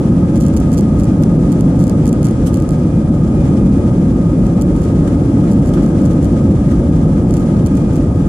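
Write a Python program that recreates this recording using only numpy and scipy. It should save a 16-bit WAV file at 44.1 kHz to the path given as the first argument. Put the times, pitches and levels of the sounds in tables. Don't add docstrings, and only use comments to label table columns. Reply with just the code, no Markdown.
import sys
import numpy as np
from scipy import signal
from scipy.fft import rfft, irfft, next_fast_len
from scipy.io import wavfile
from scipy.ndimage import uniform_filter1d, minimum_filter1d, map_coordinates

SR = 44100
rng = np.random.default_rng(int(sys.argv[2]) if len(sys.argv) > 2 else 0)


def wav_out(sig):
    wavfile.write(sys.argv[1], SR, np.round(np.clip(np.atleast_2d(sig).T, -1, 1) * 32767).astype(np.int16))


N = 365148
TIME = np.arange(N) / SR
FREQ = np.maximum(np.linspace(0, SR / 2, next_fast_len(N // 2 + 1, real=True) + 1), 1)
TOP_HZ = 14800


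def undb(db):
    return 10 ** (np.asarray(db) / 20)


def unit(x):
    return x / np.sqrt(np.mean(x ** 2))


def sides(pan_db):
    return undb(np.array([[pan_db], [-pan_db]]) / 2)


def colour(hz, db, at=FREQ):
    return undb(np.interp(np.log(at), np.log(hz), db))


def noise(gain, channels=2):
    shape = (channels, len(FREQ))
    spectrum = rng.standard_normal(shape) + 1j * rng.standard_normal(shape)
    return irfft(spectrum * gain)[:, :N] * np.sqrt(len(FREQ))


def walk(rate):
    points = rng.standard_normal(N // 20)
    return unit(map_coordinates(points, [TIME * 2 * rate], order=1, mode="mirror"))


# (frequency [Hz], relative level [dB per Hz])
FUSELAGE_SPECTRUM = [(12, -24), (22, -19), (33, -21.5), (49, -3.5), (125, -4), (180, -2), (250, -5),
                     (345, -10), (402, -19.5), (560, -20), (622, -27.5), (900, -38.5), (1100, -67),
                     (2000, -97)]
# (frequency [Hz], relative level [dB per Hz])
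DIFFUSE_SPECTRUM = [(20, -19), (50, -6.5), (194, 6.5), (419, -1), (495, -3), (620, -3.5), (800, -9.5),
                    (1100, -9), (1500, -19.5), (2400, -77)]
# (time [s], wheel level [dB], boom level [dB], roar level [dB])
RUMBLE_LEVELS = [(0, -22, -15, -14.5), (.25, -17.5, -12, -15.7), (.7, -16.9, -16, -15.5),
                 (1.2, -18, -12, -15), (1.55, -18, -14, -14.5), (2.25, -18.4, -12.5, -15.5),
                 (2.6, -19.5, -15, -17), (3.2, -17.5, -14.5, -17), (3.55, -17, -13.5, -14),
                 (4.2, -16.5, -12, -17), (4.6, -16.5, -12.5, -15.5), (4.95, -16, -14, -15),
                 (5.55, -18, -12, -15), (6, -17.5, -14, -14), (6.65, -15, -13, -16),
                 (7.05, -16, -13.5, -14.5), (7.5, -16.6, -13.5, -15), (8.28, -16.5, -17.5, -17)]


def roar(wheels_hz=110, split_hz=220, diffuse_db=-13.5, diffuse_pan_db=2, lean_db=3, lean_hz=520):
    s, *levels_db = np.transpose(RUMBLE_LEVELS)
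    wheel_gain, boom_gain, roar_gain = (undb(np.interp(TIME, s, db)) for db in levels_db)
    wall = colour(*np.transpose(FUSELAGE_SPECTRUM))

    deep_share = 1 / (1 + (FREQ / wheels_hz) ** 10)
    low_share = 1 / (1 + (FREQ / split_hz) ** 10)
    lean = sides(lean_db) ** (1 / (1 + (lean_hz / FREQ) ** 10))

    wheels = unit(noise(wall * np.sqrt(deep_share), channels=1)) * wheel_gain
    boom = unit(noise(wall * np.sqrt(low_share * (1 - deep_share)), channels=1)) * boom_gain
    body = unit(noise(wall * np.sqrt(1 - low_share) * lean, channels=1)) * roar_gain
    around = unit(noise(colour(*np.transpose(DIFFUSE_SPECTRUM)))) * roar_gain * undb(diffuse_db)
    return wheels + boom + body + around * sides(diffuse_pan_db)


# (frequency [Hz], half width [Hz], level [dB], left minus right [dB], phase lead of the left port [rad])
RESONANCES = [(156, 9, -21.7, 0, 0), (181, 6, -29, 0, 0), (215, 10, -26, 0, 0), (281, 14, -25, -.5, .1),
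              (505, 24, -38.5, 2, .9), (572, 14, -41, 3, -.2), (688, 10, -48.5, 5, -.5),
              (742, 16, -46.5, 6, -.7), (852, 32, -45, 5, -.1), (936, 16, -52.5, 4, -.4),
              (1050, 40, -55.5, 3, 3.1), (1170, 30, -54, 2, -.6), (1247, 37, -42.2, 0, -.6),
              (1420, 70, -56, 3, 2.8), (1550, 35, -61, 3, 2.9), (1665, 32, -58.5, 5, 1.5),
              (1900, 70, -60.5, 2, -2.4), (3180, 70, -67, -3, 0), (3480, 150, -64, -6, 0),
              (4850, 110, -65, -1, 0), (7290, 100, -63.5, -3, 0), (8450, 150, -65.5, -8, 0),
              (9760, 280, -60.5, -9, 0)]


def resonances(alike_hz=2400, most_apart=3, swell_db=.25, swell_rate=3.6):
    out = 0
    for hz, width, db, pan_db, lead in RESONANCES:
        peak = 1 / (1 + ((FREQ - hz) / width) ** 2)
        shared = noise(peak * np.exp(1j * np.array([[lead], [0]])), channels=1)
        apart = min((hz / alike_hz) ** 2, most_apart)
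        band = shared + apart * noise(peak)
        wavering = band * undb(swell_db * walk(swell_rate))
        out = out + unit(wavering) * undb(db) * sides(pan_db)
    return out


# (frequency [Hz], level before swells [dB], left minus right [dB])
WHINE_TONES = [(1593, -60.5, 3), (2125, -68, 0), (2429, -62.5, -4.5), (7289, -69, -4)]
# (frequency of the whine [Hz], crest time [s], half length [s], rise [dB])
WHINE_SWELLS = [(1593, 0.3, .2, 8), (1593, 4.3, .17, 2), (1593, 5.9, .5, 9), (1593, 7.9, .2, 6),
                (1593, 7.72, .2, 5), (2429, 2.92, .12, 3), (2429, 3.45, .17, 9), (2429, 3.75, .17, 5),
                (2429, 4.5, .2, 6), (2429, 7.82, .17, 9.5)]


def whines(drift=0.0008, flutter_db=2.0, lag_rad=1.76):
    out = 0
    lag = np.array([[lag_rad], [0]])
    for hz, db, pan_db in WHINE_TONES:
        phase = 2 * np.pi * np.cumsum(hz * (1 + drift * walk(22.6))) / SR
        flutter = undb(flutter_db * np.array([walk(5.5), walk(7.2)]))
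        tone = np.sin(phase - lag) * flutter
        swell_db = 0
        for own_hz, crest, half, rise_db in WHINE_SWELLS:
            if abs(own_hz - hz) < hz / 10:
                swell_db = swell_db + rise_db * np.exp(-((TIME - crest) / half) ** 2)
        out = out + unit(tone) * undb(db + swell_db) * sides(pan_db)
    return out


# (frequency [Hz], left [dB per Hz], right [dB per Hz])
AIR_SPECTRUM = [(400, -64.5, -75.5), (1000, -78, -84), (1670, -73, -78.5), (1780, -79.5, -79),
                (1970, -79, -78.5), (2920, -85, -84.5), (3060, -84.5, -82.5), (3990, -89, -87),
                (6070, -84, -90.5), (6900, -87, -85.5), (7730, -89.5, -86), (10890, -103, -88.5),
                (11460, -110, -102), (15000, -118, -112)]
# (time [s], level [dB])
HISS_LEVEL = [(0, 2), (.9, 1.5), (2.6, 1.5), (3.15, -1), (3.5, 2.5), (4.3, 0.5), (5.8, 2.5), (7.1, 1),
              (7.8, 2.5), (8.28, -0.5)]


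def air(flicker_db=1.34):
    hz, left_db, right_db = np.transpose(AIR_SPECTRUM)
    density = np.array([colour(hz, left_db), colour(hz, right_db)])
    hiss = noise(density) * np.sqrt(SR / 2)
    return hiss * undb(np.interp(TIME, *np.transpose(HISS_LEVEL)) + flicker_db * walk(27))


# (frequency [Hz], 60 dB decay time [s], left level [dB], right level [dB])
PLASTIC_MODES = [(2100, 0.0024, -14, -3), (3250, 0.0058, -20, -9), (4390, 0.0069, -20, -9),
                 (5200, 0.0012, 0.5, -23), (6270, 0.0021, -0.5, -16), (7400, 0.0023, -20, 6.5),
                 (8440, 0.00087, -6, 7), (9640, 0.0019, -27, 6.5), (11040, 0.0015, -18, -7),
                 (13000, 0.0018, -13, -6), (14300, .002, -16, -21)]


def slip(scatter_db=1.2, detune=0.012, spot_shift=.015, tail_db=-24, tail_s=0.0012, radiate_hz=3600):
    t = TIME[:SR // 50]
    hz, t60, *port_db = np.transpose(PLASTIC_MODES)
    mode_detune, mode_scatter = rng.standard_normal((2, len(hz)))
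    hz = hz * (1 + detune * mode_detune + spot_shift * rng.standard_normal())
    decay = np.exp(-np.log(1000) * np.outer(1 / t60, t))
    rings = np.sin(2 * np.pi * np.outer(hz, t)) * decay
    polarity = (-1) ** np.arange(len(hz))
    direct = undb(np.array(port_db) + scatter_db * mode_scatter) * polarity @ rings
    direct = signal.lfilter(*signal.butter(2, radiate_hz, "high", fs=SR), direct)
    scatter = rng.standard_normal(direct.shape) * np.exp(-t / tail_s) * undb(tail_db)
    click = direct + signal.fftconvolve(direct, scatter, axes=1)[:, :len(t)]
    return click / np.sqrt(np.sum(click ** 2))


def add(out, sound, s):
    start = int(np.clip(s * SR, 0, N - 1))
    out[:, start:start + sound.shape[1]] += sound[:, :N - start]


def ticks(faint_db=-26, spread_db=-2.0, count=60):
    out = np.zeros((2, N))
    for _ in range(count):
        gain = undb(faint_db + spread_db * rng.standard_normal())
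        add(out, slip() * gain, rng.uniform(0, N / SR))
    return out


# (time [s], energy level [dB])
SNAP_EVENTS = [(.3583, -10), (.3656, -11), (.3748, -14), (.3781, -14), (.403, -13), (.4069, -12),
               (.4099, -7), (.4162, -13), (.4217, -11), (.4264, -12), (.4352, -14), (.4392, -13),
               (.4522, -13), (.4637, -12), (.466, -7), (.4743, -13), (.4835, -9), (.5387, -13),
               (0.566, -5.5), (.5692, -9), (.5731, -5), (.5803, -12), (.6017, -11), (.7183, -11),
               (0.7296, -9), (.7336, -15), (0.738, -8), (.7433, -13), (.7466, -14), (0.773, -10),
               (.7774, -12), (0.7803, -5), (.7873, -5), (.7942, -9), (.8095, -9), (.9902, -15),
               (.9973, -13), (1.0001, -12), (1.0077, -14), (1.0357, -12), (1.0434, -11), (1.0543, -16),
               (1.5202, -10), (1.5268, -8.5), (1.6092, -7), (1.7925, -12), (1.8232, -16), (1.8305, -15),
               (1.84, -6), (1.8697, -11), (1.8793, -11), (1.8965, -5), (2.0568, -7), (2.0676, -8),
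               (2.0763, -7.5), (2.08, -5), (2.0899, -11), (2.0934, -9), (2.1292, -4), (2.2301, -7),
               (2.2451, -7), (2.249, -11), (2.2525, -5), (2.2569, -8), (2.2606, -10), (2.269, -7),
               (2.3114, -15), (2.5348, -15), (2.5427, -4), (2.552, -15), (2.5595, -14), (2.5724, -10),
               (2.6018, -12), (2.6235, -12), (2.691, -6.5), (2.708, -11), (4.4674, -13), (4.6135, -7),
               (4.619, -10), (4.6216, -4.5), (4.7641, -14), (4.8204, -15), (5.5158, -11), (5.5227, -13),
               (5.5338, -15), (5.66, -13), (5.6769, -17), (5.6917, -14), (5.8305, -19), (5.8625, -14),
               (6.0545, -12), (6.0603, -11), (6.2461, -12), (6.2542, -14), (7.309, -10), (7.6629, -6),
               (7.6672, -14), (7.671, -10), (7.7707, -14), (7.9579, -12), (7.9654, -13)]


def snaps(after_db=-17, after_s=0.0022):
    out = np.zeros((2, N))
    for s, db in SNAP_EVENTS:
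        add(out, slip() * undb(db), s)
        delay = after_s * np.exp(rng.standard_normal() / 2)
        add(out, slip() * undb(db + after_db), s + delay)
    return out


# (start [s], length [s], energy level of the first slip before random spread [dB])
CREAK_RUNS = [(0.59, .026, -23), (1.8, .063, -21), (2.282, .03, -18), (2.717, .017, -18), (4.77, .02, -21),
              (4.816, .04, -18.5), (5.307, .002, -24), (5.496, .047, -22), (5.62, .02, -22),
              (5.672, .03, -18), (5.824, .025, -21.5), (5.879, .02, -21), (6.014, .03, -22),
              (6.108, .025, -20), (6.229, .028, -18), (7.34, .008, -15), (7.369, .04, -18),
              (7.754, .029, -21), (7.928, .018, -20)]


def creaks(after_db=-11, after_s=0.0036, count=12):
    gap_s, jitter = .0065, 0.39
    spread_db, relax_db = -4, -5
    out = np.zeros((2, N))
    for start, length, db in CREAK_RUNS:
        clicks = [slip() for _ in range(count)]
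        stick, strength, rebound = rng.standard_normal((3, count))
        slips = int(np.clip(1 + round(length / gap_s), 1, count))
        strain = np.cumsum(np.exp(jitter * stick[:slips]))
        progress = (strain - strain[0]) / max(strain[-1] - strain[0], 1e-9)
        for k, part in enumerate(progress):
            s = start + part * length
            gain = undb(db + relax_db * part + spread_db * strength[k])
            add(out, clicks[k] * gain, s)
            delay = after_s * np.exp(rebound[k] / 2)
            add(out, clicks[-1 - k] * gain * undb(after_db), s + delay)
    return out


# (crest time [s], level [dB], rise constant [s], decay constant [s],
# left minus right [dB], brightness [dB per octave], ring frequency [Hz], ring height [dB])
RATTLE_EVENTS = [(1.227, -33, .002, .0012, -6, 7, 13500, 11), (1.2354, -22, .0003, 0.0033, -3, 3, 6000, 2),
                 (2.471, -29.5, .0069, 0.014, -4, 7.5, 3070, 6), (5.077, -30, .003, .01, -4, 2.5, 1350, 7),
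                 (5.124, -38, .003, 0.009, -3, 0, 2700, 5), (5.738, -35, .002, 0.015, -6, 5, 3200, 9),
                 (5.773, -29, .004, 0.025, -4, -2.5, 2660, 3), (6.718, -35, .018, .008, -3, 2, 1900, 10),
                 (7.566, -32, .002, .0059, 0, -1, 4300, 10)]
# (frequency [Hz], relative level [dB per Hz])
FITTING_SPECTRUM = [(600, 4), (1300, 15), (2100, -0.5), (2700, -1.5), (3300, -1), (4600, -7), (6200, -5),
                    (10000, -10), (12500, -19), (15000, -27)]


def rattles(size=8192, ring_width=0.091):
    out = np.zeros((2, N))
    t = TIME[:size] - TIME[size // 2]
    freq = np.clip(np.linspace(0, SR / 2, size // 2 + 1), 1, TOP_HZ)
    common = colour(*np.transpose(FITTING_SPECTRUM), at=freq)
    octaves = np.log2(np.maximum(freq, FITTING_SPECTRUM[0][0]))
    for s, db, rise, decay, pan_db, tilt_db, ring_hz, ring_db in RATTLE_EVENTS:
        gain = common * undb(tilt_db * octaves)
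        ring = undb(ring_db * np.exp(-((freq / ring_hz - 1) / ring_width) ** 2))
        chatter = unit(irfft(rfft(rng.standard_normal((2, size))) * gain * ring))
        envelope = np.exp(-np.maximum(-t / rise, t / decay))
        add(out, chatter * envelope * undb(db) * sides(pan_db), s + t[0])
    return out


def scene():
    return roar() + resonances() + whines() + air() + ticks() + snaps() + creaks() + rattles()


def record(dry, ceiling=.94, hold_s=.008):
    size = int(hold_s * SR) + 1
    headroom = np.minimum(1, ceiling / (np.abs(dry).max(axis=0) + 1e-9))
    held = minimum_filter1d(headroom, 2 * size)
    gain = uniform_filter1d(uniform_filter1d(held, size), size)
    low_pass = signal.ellip(8, .2, 70, TOP_HZ, fs=SR, output="sos")
    return signal.sosfilt(low_pass, dry * gain)


dry = scene()
out = record(dry)
wav_out(out)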